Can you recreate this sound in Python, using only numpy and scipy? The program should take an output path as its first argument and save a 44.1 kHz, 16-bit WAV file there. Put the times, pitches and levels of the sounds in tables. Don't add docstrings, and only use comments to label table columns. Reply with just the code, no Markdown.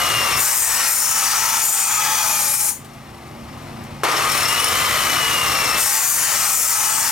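import sys
import numpy as np
from scipy import signal
from scipy.fft import rfft, irfft, next_fast_len
from scipy.io import wavfile
from scipy.ndimage import uniform_filter1d, map_coordinates

SR = 44100
rng = np.random.default_rng(int(sys.argv[2]) if len(sys.argv) > 2 else 0)


def put_to_file(sound):
    columns = np.atleast_2d(sound).T
    safe = np.clip(columns, -1, 1)
    whole_steps = np.round(safe * 32767)
    wavfile.write(sys.argv[1], SR, whole_steps.astype(np.int16))


N = 313551
TIME_S = np.arange(N) / SR
SIZE = next_fast_len(N + SR // 2)
FREQS = np.arange(SIZE // 2 + 1) * SR / SIZE

# frequency in Hz, relative level in dB.
HUM_PARTIALS = [(86.4, -42), (115.2, -12), (143.8, 3.5), (173.5, -22), (202, -4), (230.4, 1), (259.2, -3),
                (346, -5.5)]
# frequency in Hz, relative level in dB.
SHOP_SLOPE = [(20, -23), (55, -7), (110, 1), (180, -9), (300, -8.5), (500, -14.5), (800, -9), (1500, -26),
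              (8000, -48)]

# frequency in Hz, relative level in dB.
RUSH_SLOPE = [(100, -29), (250, -9.5), (500, -5), (900, -3.5), (1600, -4), (2400, -3), (3200, -8),
              (4500, -8.5), (7000, -25), (16000, -45)]
BRUSH_SLOPE = [(1500, -56), (3500, 0.5), (5000, -7.5), (7000, 0), (9000, -1.5), (12500, -2.5), (16000, -17)]
RUMBLE_SLOPE = [(20, -29), (55, 0.5), (110, 4.5), (200, -7.5), (400, -13), (1000, -44)]
TREBLE_SLOPE = [(6000, -25), (11000, -4), (14000, 11), (16000, -8)]
# centre in Hz, width in Hz, lift in dB.
HOUSING_MODES = [(1200, 276, 10.5), (1610, 200, 0.5), (2030, 350, 4.5), (2950, 460, 3.5), (5420, 210, 10.5),
                 (6050, 570, 5), (8800, 190, 7)]
# time in seconds, frequency in Hz, relative level in dB.
HOWL_CURVE = [(4.03, 2100, -60), (4.07, 2290, -17), (4.16, 2340, -4), (4.22, 2720, -3), (4.27, 3060, -10),
              (4.33, 3180, -10), (4.45, 3380, -71)]

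# start in seconds, relative level in dB.
GUARD_RATTLES = [(4.033, -20), (4.038, -14), (4.116, -13), (4.1667, -10), (4.2984, -8), (4.3174, -4),
                 (4.351, -8), (4.377, -5), (4.4036, -14), (4.4313, -9), (4.4548, -21), (4.4845, -5.5),
                 (4.5256, -5), (4.6004, -4), (4.6432, 0), (4.683, -4.5)]
# start in seconds, relative level in dB.
TUBE_KNOCKS = [(2.846, -36.5), (2.933, -43), (3.269, -50), (3.622, -51), (3.836, -44)]

# frequency in Hz, relative level in dB.
HISS_SLOPE = [(2500, -32), (4200, -7), (5500, 1), (7500, 5), (10000, 4), (12000, 0), (16000, -0.5)]
SING_SLOPE = [(5000, -14.5), (7000, -5.5), (10000, -2.5), (13000, -1), (16000, -18.5)]
RASP_SLOPE = [(400, -16.5), (1000, -1), (1800, -7), (2800, -2.5), (3700, -3), (4700, -2.5), (6000, 0.5),
              (10000, -37)]
TUBE_SLOPE = [(200, -24.5), (450, -18.5), (750, -3.5), (1050, -2.5), (1400, 1.5), (2000, 1), (5000, -24)]
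# centre in Hz, width in Hz, lift in dB.
HISS_RESONANCES = [(5460, 150, 8), (6040, 160, 5), (6550, 200, 0), (8500, 190, 4.5), (8600, 250, -0.5)]
SING_RESONANCES = [(7020, 790, 12.5), (8300, 350, 10.5), (9570, 230, 11.5), (11370, 300, 8.5),
                   (12500, 460, -13), (13800, 300, 15), (15100, 270, 11)]
RASP_RESONANCES = [(1710, 120, -6.5), (2410, 350, 5.5), (2956, 150, 3.5), (3220, 190, -4),
                   (4160, 250, -3.5), (4430, 220, 5.5)]
TUBE_RESONANCES = [(559, 8.3, 12.6), (791, 37, 7.5), (905, 120, 8.4), (1140, 45, 7.2), (1350, 66, 2.3)]
# start in seconds, end in seconds, first frequency in Hz, last frequency in Hz, relative level in dB.
GLIDING_TONES = [(.37, .63, 6780, 7200, -26), (.37, .56, 13200, 13100, -19),
                 (0.489, 0.891, 8460, 7500, -18), (.6, 0.97, 1810, 1880, -22),
                 (0.679, 1.54, 5290, 5580, -22.5), (0.856, 1.31, 7250, 6480, -25),
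                 (1.58, 2.025, 7150, 7100, -13), (1.624, 1.914, 8100, 8220, -14.5),
                 (2.147, 2.554, 721, 533, -33), (2.18, 2.499, 1377, 1149, -26),
                 (2.3, 2.755, 850, 857, -27.5), (2.451, 2.72, 10030, 10000, -16),
                 (2.25, 2.7, 11320, 11280, -17.5), (5.81, 6.215, 7020, 7370, -22),
                 (6.12, 6.48, 1830, 1835, -26), (6.527, 6.778, 7580, 7320, -16.5)]
# wheel touches in seconds, wheel breaks through in seconds.
CUT_TIMES = [(.355, 2.695), (5.76, 7.3)]
# time in seconds, how hard the wheel bites in dB, level of the top treble in dB.
BITE_CURVES = [
    [(0.44, -27.5, -24), (0.52, -25, -25.5), (0.59, -32.5, -22), (0.65, -28.5, -25), (0.84, -22.5, -25.5),
     (0.93, -25.5, -18.5), (0.97, -29, -22.5), (1.34, -22, -27.5), (1.36, -24, -28.5), (1.61, -24.5, -24),
     (1.67, -27, -19.5), (2.02, -24.5, -29.5), (2.23, -24.5, -25.5), (2.68, -29, -21.5)],
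    [(5.86, -27.5, -23), (5.98, -25, -22), (6.108, -30, -21), (6.304, -25, -25), (6.446, -24, -24),
     (6.574, -29.5, -19), (6.764, -26, -24), (7.1, -27.5, -27)],
]
# relative level in dB, dB gained per dB of bite, per dB of top treble, per second of cutting.
LAYER_LAWS = [(-9, 0.44, .5, -1.26), (-12, -.2, 1.4, -0.17), (-17.5, 1.88, 0, -.2), (-16.5, 1.1, 0, -1.54)]
# centre in Hz, width in Hz, relative level in dB, dB per dB of bite, waking time in seconds of cutting.
WALL_MODES = [(877, 80, -21, .5, 1.02), (1297, 130, -21.5, 1.55, 0.61), (2535, 150, -21.5, -1.3, 1.46),
              (3360, 100, -26, 0.2, 1.37), (6120, 310, -21.5, .5, 0.41), (6900, 300, -21, -.3, 0.55)]

# frequency in Hz, left minus right in dB, left lead in radians, floor and wall reflections in dB.
MICROPHONES = [(40, 0, 0.1, -33), (200, 0, -0.49, -38), (500, 1, -0.68, -3.5), (990, 2.5, -0.81, -6.5),
               (2020, 3.5, -0.61, -6), (2950, 2, -0.61, -7), (4500, 7, -0.98, -10), (8000, 4.5, -0.65, -5),
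               (11400, 7.5, -1.17, -9), (15100, 3, -0.17, -6.5)]

SWITCH_ON_S, SWITCH_OFF_S, TORQUE_RISE_S = 4.034, 4.87, .008
FIRST_HZ, FULL_HZ, RUN_UP_S = 2906, 3220, .275
COAST_LOSS_PER_S, CUT_LOSS_PER_S = .178, .165
RUSH_DB, BRUSH_DB, RUMBLE_DB, WHINE_DB, TREBLE_DB = -12.5, -17, -30.5, -22, -28
NOISE_POWER, RUMBLE_POWER, WHINE_POWER, TORQUE_POWER = 3.84, 2.7, 3.3, 0.29
WHINE_MODE_HZ, WHINE_MODE_WIDTH_HZ, WHINE_LIFT_DB = 2850, 186, 8.5

ENTER_S, LEAVE_DB_PER_S = 0.12, 299.5
CUT_DB, CUT_POWER = 4, 0.85
SAG_SHARE, SAG_AT_S, SAG_POWER = 0.076, 2.3, 5.4

ROOM_T60_S = 0.13
HOLD_DB, RATIO, GAIN_ATTACK_S = -18, 16.5, 0.0084
QUICK_DB_PER_S, SLOW_DB_PER_S, SLOW_BELOW_DB = 73, 6.5, 5
TOP_HZ = 15950


def undb(db):
    return 10 ** (np.asarray(db) / 20)


def unit(x):
    return x / np.sqrt(np.mean(x ** 2))


def curves(rows):
    s, *columns = np.transpose(rows)
    return [np.interp(TIME_S, s, column) for column in columns]


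def spectra(rows):
    hz, *columns = np.transpose(rows)
    return [np.interp(np.log(FREQS + 1), np.log(hz), column) for column in columns]


def resonance(hz, centre_hz, width_hz):
    return 1 / (1 + (2 * (hz - centre_hz) / width_hz) ** 2)


def colour(x, slope, modes=()):
    db = spectra(slope)[0]
    for hz, width_hz, lift_db in modes:
        db = db + lift_db * resonance(FREQS, hz, width_hz)
    return unit(irfft(rfft(x, SIZE) * undb(db), SIZE)[:N])


def walk(rate, size=N):
    hold = max(int(SR / rate), 2)
    steps = np.repeat(rng.standard_normal(size)[:size // hold + 1], hold)
    return 1.22 * uniform_filter1d(steps, hold)[:size]


def narrow(hz, width_hz, size=N):
    phase = 2 * np.pi * np.cumsum(hz + np.zeros(size)) / SR
    return walk(width_hz, size) * np.cos(phase) + walk(width_hz, size) * np.sin(phase)


def grit(rate, spread_db):
    strength = undb(spread_db * np.minimum(rng.exponential(size=N), 5))
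    struck = rng.random(N) < rate / SR
    return unit(struck * strength * rng.standard_normal(N))


def blows(times, dbs, decay_s):
    out = np.zeros(N)
    age = TIME_S[:SR // 4]
    shape = (1 - np.exp(-age / 0.00033)) * np.exp(-age / decay_s)
    for s, db in zip(times, dbs):
        first = int(s * SR)
        out[first:first + len(age)] += undb(db) * shape
    return out


def shifting(x, depth_db, width_hz, hold_s, size=1024):
    hz, s, frames = signal.stft(x, SR, nperseg=size)
    chance = rng.standard_normal((400, 400))
    place = np.meshgrid(hz / width_hz, s / hold_s, indexing="ij")
    swell = map_coordinates(chance, place, order=3, mode="wrap")
    gain = undb(depth_db * np.clip(swell, -2, 1.5))
    return unit(signal.istft(frames * gain, SR, nperseg=size)[1][:N])


def shop(hum_db=-38.0, air_db=-37):
    clock = np.cumsum(1 + .004 * walk(6)) / SR
    hum = np.zeros(N)
    for hz, db in HUM_PARTIALS:
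        hum += undb(db + 2.3 * walk(7.5)) * np.sin(2 * np.pi * (hz * clock + rng.random()))
    return undb(hum_db) * unit(hum) + undb(air_db) * colour(rng.standard_normal(N), SHOP_SLOPE)


def contact(touch_s, through_s):
    enter = np.clip((TIME_S - touch_s) / ENTER_S, 0, 1)
    return enter * undb(-LEAVE_DB_PER_S * np.maximum(TIME_S - through_s, 0))


def motor():
    cutting = sum(contact(*cut) for cut in CUT_TIMES)
    loss = np.cumsum(COAST_LOSS_PER_S + CUT_LOSS_PER_S * cutting) / SR
    coasting = FIRST_HZ * np.exp(-loss)
    lack = np.exp(-np.clip(TIME_S - SWITCH_ON_S, 0, SWITCH_OFF_S - SWITCH_ON_S) / RUN_UP_S)
    driven = FULL_HZ - (FULL_HZ - np.interp(SWITCH_ON_S, TIME_S, coasting)) * lack
    driven = driven * np.exp(-np.maximum(loss - np.interp(SWITCH_OFF_S, TIME_S, loss), 0))
    torque = lack * np.clip((TIME_S - SWITCH_ON_S) / TORQUE_RISE_S, 0, 1) * (TIME_S < SWITCH_OFF_S)
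    return np.where(TIME_S < SWITCH_ON_S, coasting, driven), torque


def gear_noise(speed, torque, idle_db, load_db):
    load = undb(load_db) * torque ** TORQUE_POWER
    return np.sqrt(speed ** (2 * NOISE_POWER) + undb(idle_db) ** 2 + load ** 2)


def drive(hz, torque, teeth=48, throb=0.097, flutter_db=.5, waver=0.001996, whine_rough=0.2,
          mode_hz=5420, mode_width_hz=280, octave_db=-1):
    speed = hz / FULL_HZ
    mesh = 2 * np.pi * np.cumsum(hz * (1 + waver * walk(70))) / SR
    uneven = (1 + throb * np.sin(mesh / teeth)) * undb(flutter_db * walk(150))

    rush = undb(RUSH_DB) * gear_noise(speed, torque, idle_db=-30.5, load_db=-4)
    rush = rush * shifting(colour(grit(14000, 1), RUSH_SLOPE, HOUSING_MODES), .7, 180, .08)
    brush = undb(BRUSH_DB) * gear_noise(speed, torque * speed ** 2, idle_db=-39, load_db=-4)
    brush = brush * colour(grit(18000, 0.61), BRUSH_SLOPE, HOUSING_MODES)
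    treble = undb(TREBLE_DB) * speed ** NOISE_POWER * colour(grit(18000, .6), TREBLE_SLOPE)

    octave = undb(octave_db) * narrow(mode_hz, 130) * resonance(2 * hz, mode_hz, mode_width_hz)
    case_db = WHINE_LIFT_DB * resonance(hz, WHINE_MODE_HZ, WHINE_MODE_WIDTH_HZ)
    whine = undb(WHINE_DB + case_db) * speed ** WHINE_POWER
    whine = whine * (np.sin(mesh) + whine_rough * narrow(hz, 90) + octave)
    rumble = undb(RUMBLE_DB) * speed ** RUMBLE_POWER * colour(grit(9000, 1), RUMBLE_SLOPE)
    return uneven * (rush + brush + treble) + whine + rumble


def start(jolt_db=-17, jolt_s=0.18, howl_db=-25.0):
    frame = [(150, -37), (330, -2), (800, -1.5), (1350, 2.5), (1900, -12), (5000, -40)]  # (Hz, dB)
    jolt = blows([SWITCH_ON_S], [jolt_db], jolt_s) * colour(grit(9000, 0.74), frame)
    hz, db = curves(HOWL_CURVE)
    return jolt + undb(howl_db + db) * narrow(hz, 240)


def guard(speed, body_db=-7.5, low_db=-12, high_db=-8, high_power=4.0, body_s=0.0064, ring_s=0.012,
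          low_hz=5420, high_hz=9540):
    s, db = np.transpose(GUARD_RATTLES)
    body = blows(s, db + body_db, body_s) + blows(*np.transpose(TUBE_KNOCKS), 0.015)
    metal = [(300, -4), (1200, -2), (4000, 0), (8000, 1.5), (13000, -1.5), (16000, -10)]  # (Hz, dB)
    clack = colour(grit(14000, 0.92), metal)
    low = undb(low_db) * narrow(low_hz, 240)
    high = undb(high_db) * speed ** high_power * narrow(high_hz, 520)
    return body * clack + blows(s, db, ring_s) * (low + high)


def gliding_tones(width_hz=85, width_share=0.032, swell_s=0.047):
    out = np.zeros(N + SR)
    for first_s, last_s, first_hz, last_hz, db in GLIDING_TONES:
        size = int((last_s - first_s) * SR)
        age = TIME_S[:size]
        swell = np.clip(np.minimum(age, age[::-1]) / swell_s, 0, 1)
        glide_hz = np.linspace(first_hz, last_hz, size)
        tone = narrow(glide_hz, width_hz + width_share * first_hz, size)
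        out[int(first_s * SR):][:size] += undb(db) * swell * tone
    return out[:N]


def chatter(bite, cutting_s, left_s, wake_s=0.49, fade_s=0.46):
    sag = 1 - SAG_SHARE * (cutting_s / SAG_AT_S) ** SAG_POWER
    rings = np.zeros(N)
    for hz, width_hz, db, follow, after_s in WALL_MODES:
        awake = np.clip((cutting_s - after_s) / wake_s + .5, 0, 1)
        rings += undb(db + follow * bite) * awake * narrow(hz * sag, width_hz)
    return rings * np.clip(left_s / fade_s, 0, 1)


def grinding(speed, grain_db=0.32, surge_db=1.0):
    hiss = shifting(colour(grit(20000, 1), HISS_SLOPE, HISS_RESONANCES), 2.8, 260, .14)
    sing = shifting(colour(grit(18000, 1.5), SING_SLOPE, SING_RESONANCES), 3.1, 280, .13)
    rasp = shifting(colour(grit(12000, 1), RASP_SLOPE, RASP_RESONANCES), 3, 130, .16)
    tube = shifting(colour(grit(9000, 1), TUBE_SLOPE, TUBE_RESONANCES), 2.6, 70, .15)
    out = gliding_tones()
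    for (touch_s, through_s), rows in zip(CUT_TIMES, BITE_CURVES):
        means = np.mean(rows, axis=0)[1:]
        bite, top = (uniform_filter1d(c, size=SR // 16) - mean for c, mean in zip(curves(rows), means))
        cutting_s = np.clip(TIME_S, touch_s, through_s) - touch_s
        steel = chatter(bite, cutting_s, through_s - TIME_S)
        for layer, (db, by_bite, by_top, drift) in zip((hiss, sing, rasp, tube), LAYER_LAWS):
            steel = steel + undb(db + by_bite * bite + by_top * top + drift * cutting_s) * layer
        out = out + contact(touch_s, through_s) * steel
    grip_db = grain_db * walk(400) + surge_db * walk(45)
    return out * speed ** CUT_POWER * undb(CUT_DB + grip_db)


def reflections(spectrum, count=4):
    age = TIME_S[:SR // 4]
    out = np.zeros(N)
    for _ in range(count):
        echoes = rng.standard_normal(len(age)) * undb(-60 * age / ROOM_T60_S) * (age > .002)
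        heard = irfft(spectrum * rfft(echoes / np.linalg.norm(echoes), SIZE), SIZE)[:N]
        out += heard * np.sin(2 * np.pi * (np.cumsum(3 * walk(4)) / SR + rng.random()))
    return out * np.sqrt(2 / count)


def gain_control(x):
    power = np.mean(x ** 2, axis=0)
    keep = np.exp(-1 / (GAIN_ATTACK_S * SR))
    smooth = signal.lfilter([1 - keep], [1, -keep], power, zi=[np.mean(power[:SR // 20])])[0]
    over_db = 10 * np.log10(smooth) - HOLD_DB
    quick = np.maximum.accumulate(over_db + QUICK_DB_PER_S * TIME_S) - QUICK_DB_PER_S * TIME_S
    slow = np.maximum.accumulate(over_db + SLOW_DB_PER_S * TIME_S) - SLOW_DB_PER_S * TIME_S
    excess_db = np.maximum(np.maximum(quick, slow - SLOW_BELOW_DB), 0)
    return x * undb(-(1 - 1 / RATIO) * excess_db)


def scene():
    hz, torque = motor()
    speed = hz / FULL_HZ
    sources = shop() + drive(hz, torque) + start() + guard(speed) + grinding(speed)
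    sound = rfft(sources, SIZE)
    pan_db, lead, wet_db = spectra(MICROPHONES)
    out = []
    for side in (1, -1):
        port = sound * undb(side * pan_db / 2) * np.exp(.5j * side * lead)
        out.append(irfft(port, SIZE)[:N] + reflections(port * undb(wet_db)))
    return np.array(out)


def record(dry):
    low_pass = signal.ellip(12, .2, 80, TOP_HZ, fs=SR, output="sos")
    return signal.sosfilt(low_pass, gain_control(dry))


dry = scene()
out = record(dry)
put_to_file(out)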